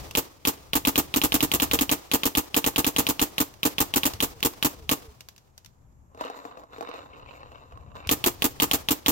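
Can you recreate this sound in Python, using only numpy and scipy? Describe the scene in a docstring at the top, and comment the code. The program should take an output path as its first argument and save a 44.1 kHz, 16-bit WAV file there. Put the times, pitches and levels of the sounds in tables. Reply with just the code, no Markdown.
"""A low rumble, partly wind, and the dying echo of an earlier shot, then a paintball marker fires strings of
shots among trees. Each shot close to the two-port microphone is a falling sine click that rings the frame,
a burst of valve hiss, then a gas burst with the ringing barrel; the wood answers with a lumpy noise tail.
Thuds and trigger ticks, made of decaying sines, fall around the shots; faint whistles glide down after lone
ones. In the pause, balls knock and roll in the plastic hopper: struck modes with hiss and scraping noise."""
import sys
import numpy as np
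from scipy import signal
from scipy.fft import rfft, irfft
from scipy.io import wavfile
from scipy.ndimage import uniform_filter1d

SR = 44100
rng = np.random.default_rng(int(sys.argv[2]) if len(sys.argv) > 2 else 0)


def unload_wav(signal):
    """Save mono or channel-first audio to the path in sys.argv[1] as 16-bit WAV at rate SR, clipped to [-1, 1]."""
    wavfile.write(
        sys.argv[1],
        SR,
        np.round(np.clip(np.atleast_2d(signal).T, -1, 1) * 32767).astype(np.int16),
    )


N = 401751

# Shots of the marker. Each row: click time in seconds, then click, barrel and gas levels in dB.
SHOTS = [(0.1517, -7.5, -28.5, -25.5), (0.4518, -8, -26.5, -25), (0.7331, -7.5, -27, -25.5),
         (0.851, -7.5, -26.5, -25), (0.9574, -7.5, -25.5, -24), (1.1402, -7.5, -27, -26.5),
         (1.216, -8, -26, -24.5), (1.3211, -7.5, -25.5, -24.5), (1.406, -8.5, -27.5, -26.5),
         (1.5164, -7.5, -27, -25), (1.5997, -8, -27, -25.5), (1.7129, -7.5, -27, -25.5),
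         (1.7894, -8.5, -29, -26.7), (1.8935, -8.5, -27, -25), (2.1152, -8.5, -24.5, -24.5),
         (2.234, -9, -27, -26), (2.3513, -8.5, -25.5, -25), (2.5441, -8.5, -26, -24.5),
         (2.6426, -8.5, -27, -26), (2.7604, -8.5, -25.5, -25.5), (2.845, -8.5, -28.5, -26.5),
         (2.9632, -8, -24.5, -24), (3.0675, -8.5, -28, -27), (3.1946, -8.5, -27, -25),
         (3.3818, -7.5, -28, -26.5), (3.6316, -8.5, -25.5, -25.5), (3.7828, -8, -26.5, -25),
         (3.9388, -8, -26, -24.5), (4.0333, -8.5, -28, -25.0), (4.204, -7.5, -29, -26),
         (4.4284, -7, -26.5, -25.5), (4.6266, -7, -25.5, -25), (4.8925, -7, -26.5, -26.5),
         (8.0918, -6.5, -26, -24.5), (8.241, -6, -25, -24), (8.4215, -6.5, -26, -25), (8.6, -6.5, -25, -24),
         (8.7129, -6, -28, -25.5), (8.8866, -6.5, -28.5, -25.5), (9.0616, -6.5, -24, -23.5)]
# Modes of the hopper's plastic shell. Each row: pitch in Hz, time to fall 60 dB in seconds, level in dB.
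HOPPER_MODES = [(294, 0.065, -4), (495.5, 0.071, -3), (690, 0.09, -6.5), (825, 0.05, -2), (1064, 0.04, 3.5),
                (1330, 0.0092, 1), (1690, 0.014, -13), (2070, 0.015, -15.5), (2574, 0.017, -2),
                (3760, 0.015, -7.5), (5400, 0.012, -38)]
PORT_LAG = 16  # samples by which the left port hears the marker first
BLAST_S = .0207  # the ball leaves the barrel this many seconds after the click


def undb(db):
    """Amplitude gain of a level in dB."""
    return 10 ** (np.asarray(db) / 20)


def add(out, s, x):
    """Mix x into out from time s in seconds."""
    i = int(round(s * SR))
    out[..., i:i + x.shape[-1]] += x[..., :N - i]


def late(x):
    """Sound reaches the right port after the left."""
    gap = np.zeros(PORT_LAG)
    return np.array([np.r_[x[0], gap], np.r_[gap, x[1]]])


def pair(colour, alike, balance=((100, 0), (200, 0))):
    """Stereo noise of rms 1, shaped by (Hz, dB) points; alike is the share of power common to the ports."""
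    log_hz = np.log(np.arange(N // 2 + 1) * SR / N + 1)
    alike = np.clip(alike, 0, 1)
    (hz, db), (pan_hz, pan_db) = np.transpose(colour), np.transpose(balance)
    common, *own = rng.standard_normal((3, N))
    shared = np.array([common, np.roll(common, PORT_LAG)])
    white = np.sqrt(alike) * shared + np.sqrt(1 - alike) * np.array(own)
    gain_db = np.interp(log_hz, np.log(hz), db, -90, -90)
    # half of the left-minus-right balance goes to each side
    gain_db = gain_db + np.interp(log_hz, np.log(pan_hz), pan_db) * np.array([[.5], [-.5]])
    x = irfft(rfft(white) * undb(gain_db), N)
    return x / x.std()


def wobble(size):
    """Random levels held for size samples and slewed."""
    levels = rng.standard_normal(N // size + 1)
    return uniform_filter1d(np.repeat(levels, size), size)[:N]


def rung(hz, t60, db, length=.12):
    """Struck modes: sines that fall 60 dB in t60 seconds, one row a mode, cut off after length seconds."""
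    t = np.arange(int(length * SR)) / SR
    hz, t60, db = (np.reshape(v, (-1, 1)) for v in (hz, t60, db))
    return undb(db - 60 * t / t60) * np.sin(2 * np.pi * hz * t)


def surges(rows, from_ms, to_ms):
    """Gain of summed surges that rise, hold and fall along straight lines in dB."""
    ms = np.arange(from_ms, to_ms, 1000 / SR)
    at, db, attack, hold, release = np.transpose(rows)[:, :, None]
    rising, falling = (at - ms) / attack, (ms - at - hold) / release
    return undb(db - 20 * np.maximum(np.maximum(rising, falling), 0)).sum(0)


def blows(events, modes, crack_db, crack_s, focus_db):
    """Each blow rings the same modes, most those near its pitch, under a burst of hiss with a faint tail."""
    # Colour of the contact hiss. Each row: Hz, relative level in dB per Hz.
    hiss_colour = [(350, -49), (600, -6.5), (2090, -7), (2610, -4), (3530, -3.5), (6030, -2), (9110, -14),
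                   (13600, -7.5), (16000, -16)]
    ringing, burst = np.zeros((2, 2, N))
    hz, t60, db = np.transpose(modes)
    chances = rng.standard_normal((len(events), 2, len(modes)))
    for (s, peak_db, pan_db, pitch_hz), (detune, uneven) in zip(events, chances):
        # modes lose focus_db for each octave away from the pitch of the blow
        weight_db = db - focus_db * np.abs(np.log2(hz / pitch_hz)) + 3 * uneven
        x = rung(hz * (1 + 0.057 * detune), t60, weight_db).sum(0)
        t = np.arange(len(x)) / SR
        gain = undb(peak_db + np.array([[pan_db], [-pan_db]]) / 2)
        add(ringing, s, late([x, x]) / np.abs(x).max() * gain)
        crack = np.exp(-t / crack_s) + 0.097 * np.exp(-t / 0.032)
        add(burst, s, gain * undb(crack_db) * crack)
    return ringing + burst * pair(hiss_colour, 0.13)


def low_rumble():
    """Low rumble, partly wind, that swells around the shots: noise mostly common to both ports."""
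    # Course of the low rumble. Each row: time in seconds, level in dB before the port offsets.
    course = [(0.0, -44), (0.25, -65), (0.6, -61), (0.8, -53), (1.37, -50.5), (1.8, -50), (2.0, -63),
              (2.4, -60), (3.04, -56), (3.6, -63), (4.11, -52.5), (4.5, -62), (4.899, -52), (5.1, -63),
              (5.73, -63), (5.93, -57.5), (6.3, -70), (6.9, -63), (7.94, -53.5), (8.65, -52), (9.11, -57)]
    # Colour of the rumble. Each row: Hz, relative level in dB per Hz.
    rumble_colour = [(15, -42.5), (25, -6), (43, -12.5), (66, -2.5), (146, -10), (178, -20), (204, -17),
                     (400, -34), (520, -77.5), (880, -120)]
    flutter_db = 2.5  # quick unevenness
    port_db = np.array([[6.], [1.2]])  # left, right
    level_db = np.interp(np.arange(N) / SR, *np.transpose(course)) + flutter_db * wobble(size=4000)
    return undb(level_db + port_db) * pair(rumble_colour, 0.81)


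def air():
    """A faint steady hiss of coloured noise."""
    # Colour of the hiss. Each row: Hz, relative level in dB per Hz.
    air_colour = [(120, -44), (200, -7), (211, -17.5), (342, -18.5), (961, -18), (4370, -48.5), (7190, -29),
                  (8970, -52), (12100, -35), (16500, -65)]
    return undb(-67.5) * pair(air_colour, 0.24)


def wood():
    """The wood answers each blast: noise that dies fast from near trunks and slowly from afar."""
    # Colour of the answer. Each row: Hz, relative level in dB per Hz.
    wood_colour = [(88, -63.5), (150, -9.5), (311, -1), (594, -4.5), (1210, -6.5), (1470, -13),
                   (6050, -15.5), (9150, -23), (14100, -20.5), (15600, -21.5), (16500, -26.5)]
    near_db, near_t60_s, far_db, far_t60_s = -15, 0.74, -34.5, 3
    earlier_s, earlier_db = 0.06, -21  # a shot fired before the start still echoes
    t = np.arange(2 * SR) / SR
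    near = undb(near_db - 60 * t / near_t60_s)
    far = undb(far_db - 60 * t / far_t60_s)
    tail_power = (near ** 2 + far ** 2) * (1 - np.exp(-t / 0.012)) ** 2
    power = np.zeros(N)
    add(power, 0, tail_power[int(earlier_s * SR):] * undb(earlier_db) ** 2)
    for s, _, _, gas_db in SHOTS:
        add(power, s + BLAST_S, tail_power * undb(gas_db) ** 2)
    # separate trunks return the sound in lumps
    return np.sqrt(power) * undb(2.5 * wobble(size=600)) * pair(wood_colour, 0.13)


def thuds():
    """Soft low thuds: one decaying sine each, with a rounded start."""
    # Low thuds. Each row: start in seconds, level in dB before a 5.5 dB lift, pitch in Hz.
    thud_list = [(0.101, -45, 59.2), (4.138, -30, 93), (4.839, -40, 135), (5.081, -34, 63.5),
                 (7.731, -38, 59.2), (8.068, -25, 84)]
    out = np.zeros((2, N))
    for s, db, hz in thud_list:
        x = rung(hz, 0.078, db + 5.5)[0]
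        add(out, s, x * (1 - np.exp(-np.arange(len(x)) / SR / 0.0079)))
    return out


def trigger_ticks():
    """The trigger ticks: short bright modes under a crack of hiss."""
    # Ticks. Each row: start in seconds, peak of the ringing in dB, left minus right in dB, pitch in Hz.
    tick_list = [(0.1105, -30, -3, 2680), (3.5394, -45, -12, 6070), (4.136, -27, -2, 4270),
                 (4.4049, -36.5, -5, 2710), (4.825, -53, -10, 2550), (5.207, -34.5, -3, 2670),
                 (5.2867, -34, -1, 6150), (5.3626, -48.5, -6, 3380), (5.3795, -43.5, 2, 6200),
                 (5.5786, -37.5, -1, 6150), (5.6474, -44, 4, 5920), (5.66, -43, -10, 6330),
                 (8.0723, -28.5, -1, 3000)]
    # Modes of the trigger. Each row: pitch in Hz, time to fall 60 dB in seconds, level in dB.
    tick_modes = [(1000, .02, -10), (2700, .012, 0), (4000, .01, -2), (6200, .008, -4), (11500, .006, -6)]
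    return blows(tick_list, tick_modes, crack_db=-2.5, crack_s=0.003, focus_db=14.0)


def valve_hiss():
    """Valve noise in three surges: a faint hiss just ahead of the click, then snap and hiss."""
    # Surges. Each row: ms after the click, level in dB, attack ms per 20 dB, hold ms, release ms per 20 dB.
    valve_surges = [(-8.5, -46, 1., 5., 4.), (1.02, -10.5, 1, 0.12, 2.1), (4.5, -19.5, 2.7, 4., 15.)]
    # Colour of the hiss. Each row: Hz, relative level in dB per Hz.
    valve_colour = [(240, -35.5), (400, -6.5), (1870, -13), (3590, -4), (5220, -13), (7460, -13.5),
                    (8450, -22.5), (11400, -10), (15300, -11.5), (16500, -24)]
    hiss = surges(valve_surges, -6, 24)
    power = np.zeros(N)
    for s, click_db, _, _ in SHOTS:
        add(power, s - .006, (hiss * undb(click_db)) ** 2)
    return np.sqrt(power) * pair(valve_colour, 0.067)


def valve_click():
    """The valve snaps: a sine of two or three cycles that sags in pitch as it dies, with early echoes."""
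    # Returns from the marker and the ground. Each row: left lag in ms, right lag in ms, level in dB.
    click_echoes = [(4.75, 3.85, -10), (5.75, 4.85, -13), (8.9, 8.6, -16)]
    click_hz = 3085  # starts 6 % above this and falls
    side_db, length_ms = np.array([[-0.5], [1]]), np.array([[.55], [.68]])  # left, right
    ms = np.arange(SR // 30) * 1000 / SR
    tone = np.sin(2 * np.pi * click_hz * ms * (1.06 - .1 * ms) / 1000)
    click = undb(side_db) * tone * np.exp(-(ms / length_ms) ** 3)
    clicks = click
    for *lags, db in click_echoes:
        echo = np.array([np.roll(c, int(lag * SR / 1000)) for c, lag in zip(click, lags)])
        clicks = clicks + undb(db) * echo
    out = np.zeros((2, N))
    for s, click_db, _, _ in SHOTS:
        add(out, s, late(clicks) * undb(click_db))
    return out


def frame():
    """The valve rings the frame: decaying modes with a softened start, at the level of the click."""
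    # Frame modes. Each row: pitch in Hz, time to fall 60 dB in seconds, left level in dB, right level in dB.
    frame_modes = [(172.5, 0.027, -15.5, -19), (270, 0.011, -18.5, -15.5), (846, 0.049, -20, -17.5),
                   (1129, 0.16, -20.5, -22), (1400, 0.006, -14, -16), (2370, 0.025, -16.5, -18),
                   (3900, .04, -27.5, -31.5)]
    hz, t60, *sides = np.transpose(frame_modes)
    ring = -np.array([rung(hz, t60, db).sum(0) for db in sides])
    ring = ring * (1 - np.exp(-np.arange(ring.shape[1]) / SR / .0015))
    out = np.zeros((2, N))
    for s, click_db, _, _ in SHOTS:
        add(out, s, late(ring) * undb(click_db))
    return out


def barrel():
    """The blast rings the barrel's air column: sines under surges, the low modes slower than the high."""
    # Modes of the air column. Each row: pitch in Hz, left level in dB, right level in dB.
    barrel_modes = [(60, -14, -7.5), (144.7, -8.5, -12), (194.4, -11.5, -15.5), (270, 0, -2),
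                    (298, -1, 2.5), (347.6, -2, -5), (455, -8.5, -8), (563, -41, -24.5), (690.7, -29, -13),
                    (803, -7.5, -9), (879.2, -5.5, -32.5), (987, -26.5, -8.5), (1097, -29.5, -9.5),
                    (1219.5, -7, -29), (1473, -25, -14), (1780, -21.5, -14), (2780, -22, -17)]
    # Both surge tables, each row: ms after the blast, dB, attack ms per 20 dB, hold ms, release ms per 20 dB.
    ring_low = [(6.53, 6.5, 9., 5.28, 6.), (25.6, -5.5, 6.8, 0.1, 7.5), (15., -14.5, 11, 4., 75.)]  # swell, second beat and tail
    ring_high = [(4., 6.5, 6.8, 0.1, 5), (21.3, 2, 6., 0.092, 3.5), (7., -5, 6., 18., 30.)]  # crack, second beat and tail
    hz, *side_db = np.transpose(barrel_modes)
    low = (hz < 400)[:, None]
    ring = np.where(low, surges(ring_low, -1, 110), surges(ring_high, -1, 110))
    t = np.arange(ring.shape[1]) / SR - .001  # seconds from the blast
    out = np.zeros((2, N))
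    # every shot strikes the same column, each mode a little differently
    for (s, _, barrel_db, _), chance in zip(SHOTS, rng.standard_normal((len(SHOTS), len(hz)))):
        shot_hz = hz * (1 + 0.0034 * chance)
        column = np.sin(2 * np.pi * shot_hz[:, None] * t) * undb(2.3 * chance)[:, None]
        add(out, s + BLAST_S + t[0], late(undb(side_db) @ (column * ring)) * undb(barrel_db))
    return out


def muzzle_gas():
    """Gas leaves the barrel: noise in three spurts over a steady flow and its tail."""
    # Surges. Each row: ms after the blast, level in dB, attack ms per 20 dB, hold ms, release ms per 20 dB.
    gas_surges = [(0.34, 9, .6, 0.077, 2.2), (4.5, 5.5, 2.1, 0.1, 2.1), (12., 4, 4., 0.1, 3.9),
                  (0.8, 1, 1.2, 20.1, 17), (20., -16, 9.7, 11, 100)]
    # Colour of the gas. Each row: Hz, relative level in dB per Hz.
    gas_colour = [(290, -25), (500, -9), (1190, -13.5), (1640, -14), (2040, -13), (2260, -14), (2690, -9.5),
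                  (5040, -14), (7270, -8.5), (8930, -15.5), (14000, -5.5), (15800, -9.5), (16500, -38)]
    # Stereo balance of the gas. Each row: Hz, left minus right in dB.
    gas_balance = [(500, 12), (2000, -1), (5500, 3), (7400, -5), (9500, 3), (13000, -6), (16000, 3)]
    spurts = surges(gas_surges, -2, 90)
    power = np.zeros(N)
    for s, _, _, gas_db in SHOTS:
        add(power, s + BLAST_S - .002, (spurts * undb(gas_db)) ** 2)
    return np.sqrt(power) * pair(gas_colour, 0.063, gas_balance)


def whistles():
    """Faint whistles after lone shots: sines that glide down and swell and fade."""
    # Whistles. Each row: start in seconds, length in seconds, start pitch in Hz, end pitch in Hz, level in dB.
    whistle_list = [(4.3, .12, 520, 410, -54), (4.51, .12, 520, 420, -55), (4.72, .16, 530, 395, -52),
                    (4.99, .14, 520, 395, -52)]
    out = np.zeros((2, N))
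    for s, length, start_hz, end_hz, db in whistle_list:
        u = np.linspace(0, 1, int(length * SR))
        glide_hz = start_hz + (end_hz - start_hz) * u
        tone = np.sin(2 * np.pi * np.cumsum(glide_hz) / SR)
        add(out, s, undb(db) * np.sin(np.pi * u ** 1.4) * tone)
    return out


def rolling(rate=30, spots=12):
    """Dense small collisions of balls ring the hopper, each spot at its own pitch; their shells scrape."""
    # Course of the rolling. Each row: time in seconds, level in dB, treble in dB above the level.
    roll = [(6.1, -68.5, -26), (6.22, -47.5, 6.5), (6.3, -48.5, 0), (6.5, -48.5, -8), (6.64, -52.5, -14),
            (6.69, -64, -13), (6.74, -54.5, 3.5), (6.82, -51, -3), (6.95, -53, 2), (7.09, -55.5, -7),
            (7.3, -52.5, -5), (7.52, -55, -5.5), (7.72, -57, -8), (7.94, -59.5, -16), (7.96, -49.5, -3.5),
            (8.08, -52, -6)]
    # Rattle of the loose mode near 2.5 kHz. 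Each row: time in seconds, dB against the rest of the treble.
    rattle_course = [(6.1, -15), (6.7, -11.5), (6.95, -11), (7.2, -2.5), (7.55, -3.5), (7.7, -7.5),
                     (8.08, -2)]
    # Colour of the scrape. Each row: Hz, relative level in dB per Hz.
    scrape_colour = [(2060, -40), (3500, 0.5), (4800, 0), (5970, -3), (6700, 3), (7270, 7.5), (8000, -3.5),
                     (8800, -34), (12100, 1.5), (16000, -11)]
    patchy_db = 6  # balls touch each spot in fits and starts
    scrape_db, scrape_per_treble, scrape_flicker_db = -14, 0.9, 7  # follows the treble, unevenly
    s, low_db, high_db = np.transpose(roll)
    t = np.arange(N) / SR
    hz, t60, db = np.transpose(HOPPER_MODES)
    treble = hz > 1300
    loose = np.abs(hz - 2500) < 250
    low, high, rattle = np.zeros((3, 2, N))
    a, b = int(s[0] * SR), int(s[-1] * SR)
    for detune in rng.standard_normal((spots, len(hz))):
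        # sparse hits, rate a second, over a faint steady grain
        hits = (rng.random((2, b - a)) < rate / SR) * rng.standard_normal((2, b - a))
        hits = hits + 0.014 * rng.standard_normal((2, b - a))
        hits = hits * undb(patchy_db * wobble(size=2500)[a:b])
        hits = uniform_filter1d(hits, size=4)  # soft shells: each contact lasts a tenth of a ms
        hits = late([hits[0], 0.78 * hits[0] + 0.93 * hits[1]])
        modes = rung(hz * (1 + .09 * detune), t60, db)
        for part, chosen in ((low, ~treble), (high, treble & ~loose), (rattle, loose)):
            add(part, s[0], signal.fftconvolve(hits, modes[chosen].sum(0)[None]))
    rattle_db = np.interp(t, *np.transpose(rattle_course)) + 4.3 * wobble(size=900)
    high = high / high[:, a:b].std() + undb(rattle_db) * rattle / rattle[:, a:b].std()
    treble_db = np.interp(t, s, high_db)
    flicker_db = scrape_flicker_db * wobble(size=2000)
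    scrape = undb(scrape_db + scrape_per_treble * treble_db + flicker_db) * pair(scrape_colour, 0.1)
    balls = undb(4.0) * low / low[:, a:b].std() + undb(treble_db + 4.0) * high
    gain = undb(np.interp(t, s, low_db, -120, -120) + np.array([[1.2], [-1.2]]))
    return gain * (balls + scrape)


def knocks():
    """Single balls knock the hopper and ring its shell under a weak crack of hiss."""
    # Knocks. Each row: start in seconds, peak of the ringing in dB, left minus right in dB, pitch in Hz.
    knock_list = [(6.148, -34, 2, 490), (6.175, -32, -1, 468), (6.21, -14.5, 2.0, 692), (6.25, -21, 4, 490),
                  (6.276, -31, -1, 490), (6.3, -21, 3, 797), (6.452, -23.5, 5, 479.5),
                  (6.574, -30.5, 4, 692), (6.596, -34, -6, 692), (6.636, -34, -6, 484),
                  (6.706, -44, 3, 466), (6.732, -33.5, 3, 1000), (6.783, -26, 2, 455), (6.809, -18, 3, 700),
                  (6.826, -28.5, -20, 450), (6.89, -23, 1.5, 441), (6.94, -25, 1, 444),
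                  (6.983, -34, 2, 429), (7.17, -40, -1, 441), (7.405, -37, 1, 536), (7.518, -33, 0.0, 407),
                  (7.658, -44, 4, 522), (7.723, -41, -15, 482), (7.774, -35, -8, 1040),
                  (7.809, -42, -3, 486), (7.954, -30.5, 0, 538)]
    return blows(knock_list, HOPPER_MODES, crack_db=-27.5, crack_s=0.0041, focus_db=6.9)


def hopper():
    """The thin plastic of the hopper radiates no bass: a high-pass at 290 Hz."""
    thin_plastic = signal.butter(4, 290, "high", fs=SR, output="sos")
    return signal.sosfilt(thin_plastic, rolling() + knocks())


def scene():
    """Surroundings, the marker's shots and small noises, and the hopper, summed."""
    surroundings = low_rumble() + air() + wood()
    shots = valve_hiss() + valve_click() + frame() + barrel() + muzzle_gas()
    return surroundings + thuds() + trigger_ticks() + shots + whistles() + hopper()


def record(dry):
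    """The recorder cuts the top above 15.9 kHz with a steep low-pass."""
    return signal.sosfilt(signal.ellip(8, .2, 70, 15900, fs=SR, output="sos"), dry)


dry = scene()
out = record(dry)
unload_wav(out)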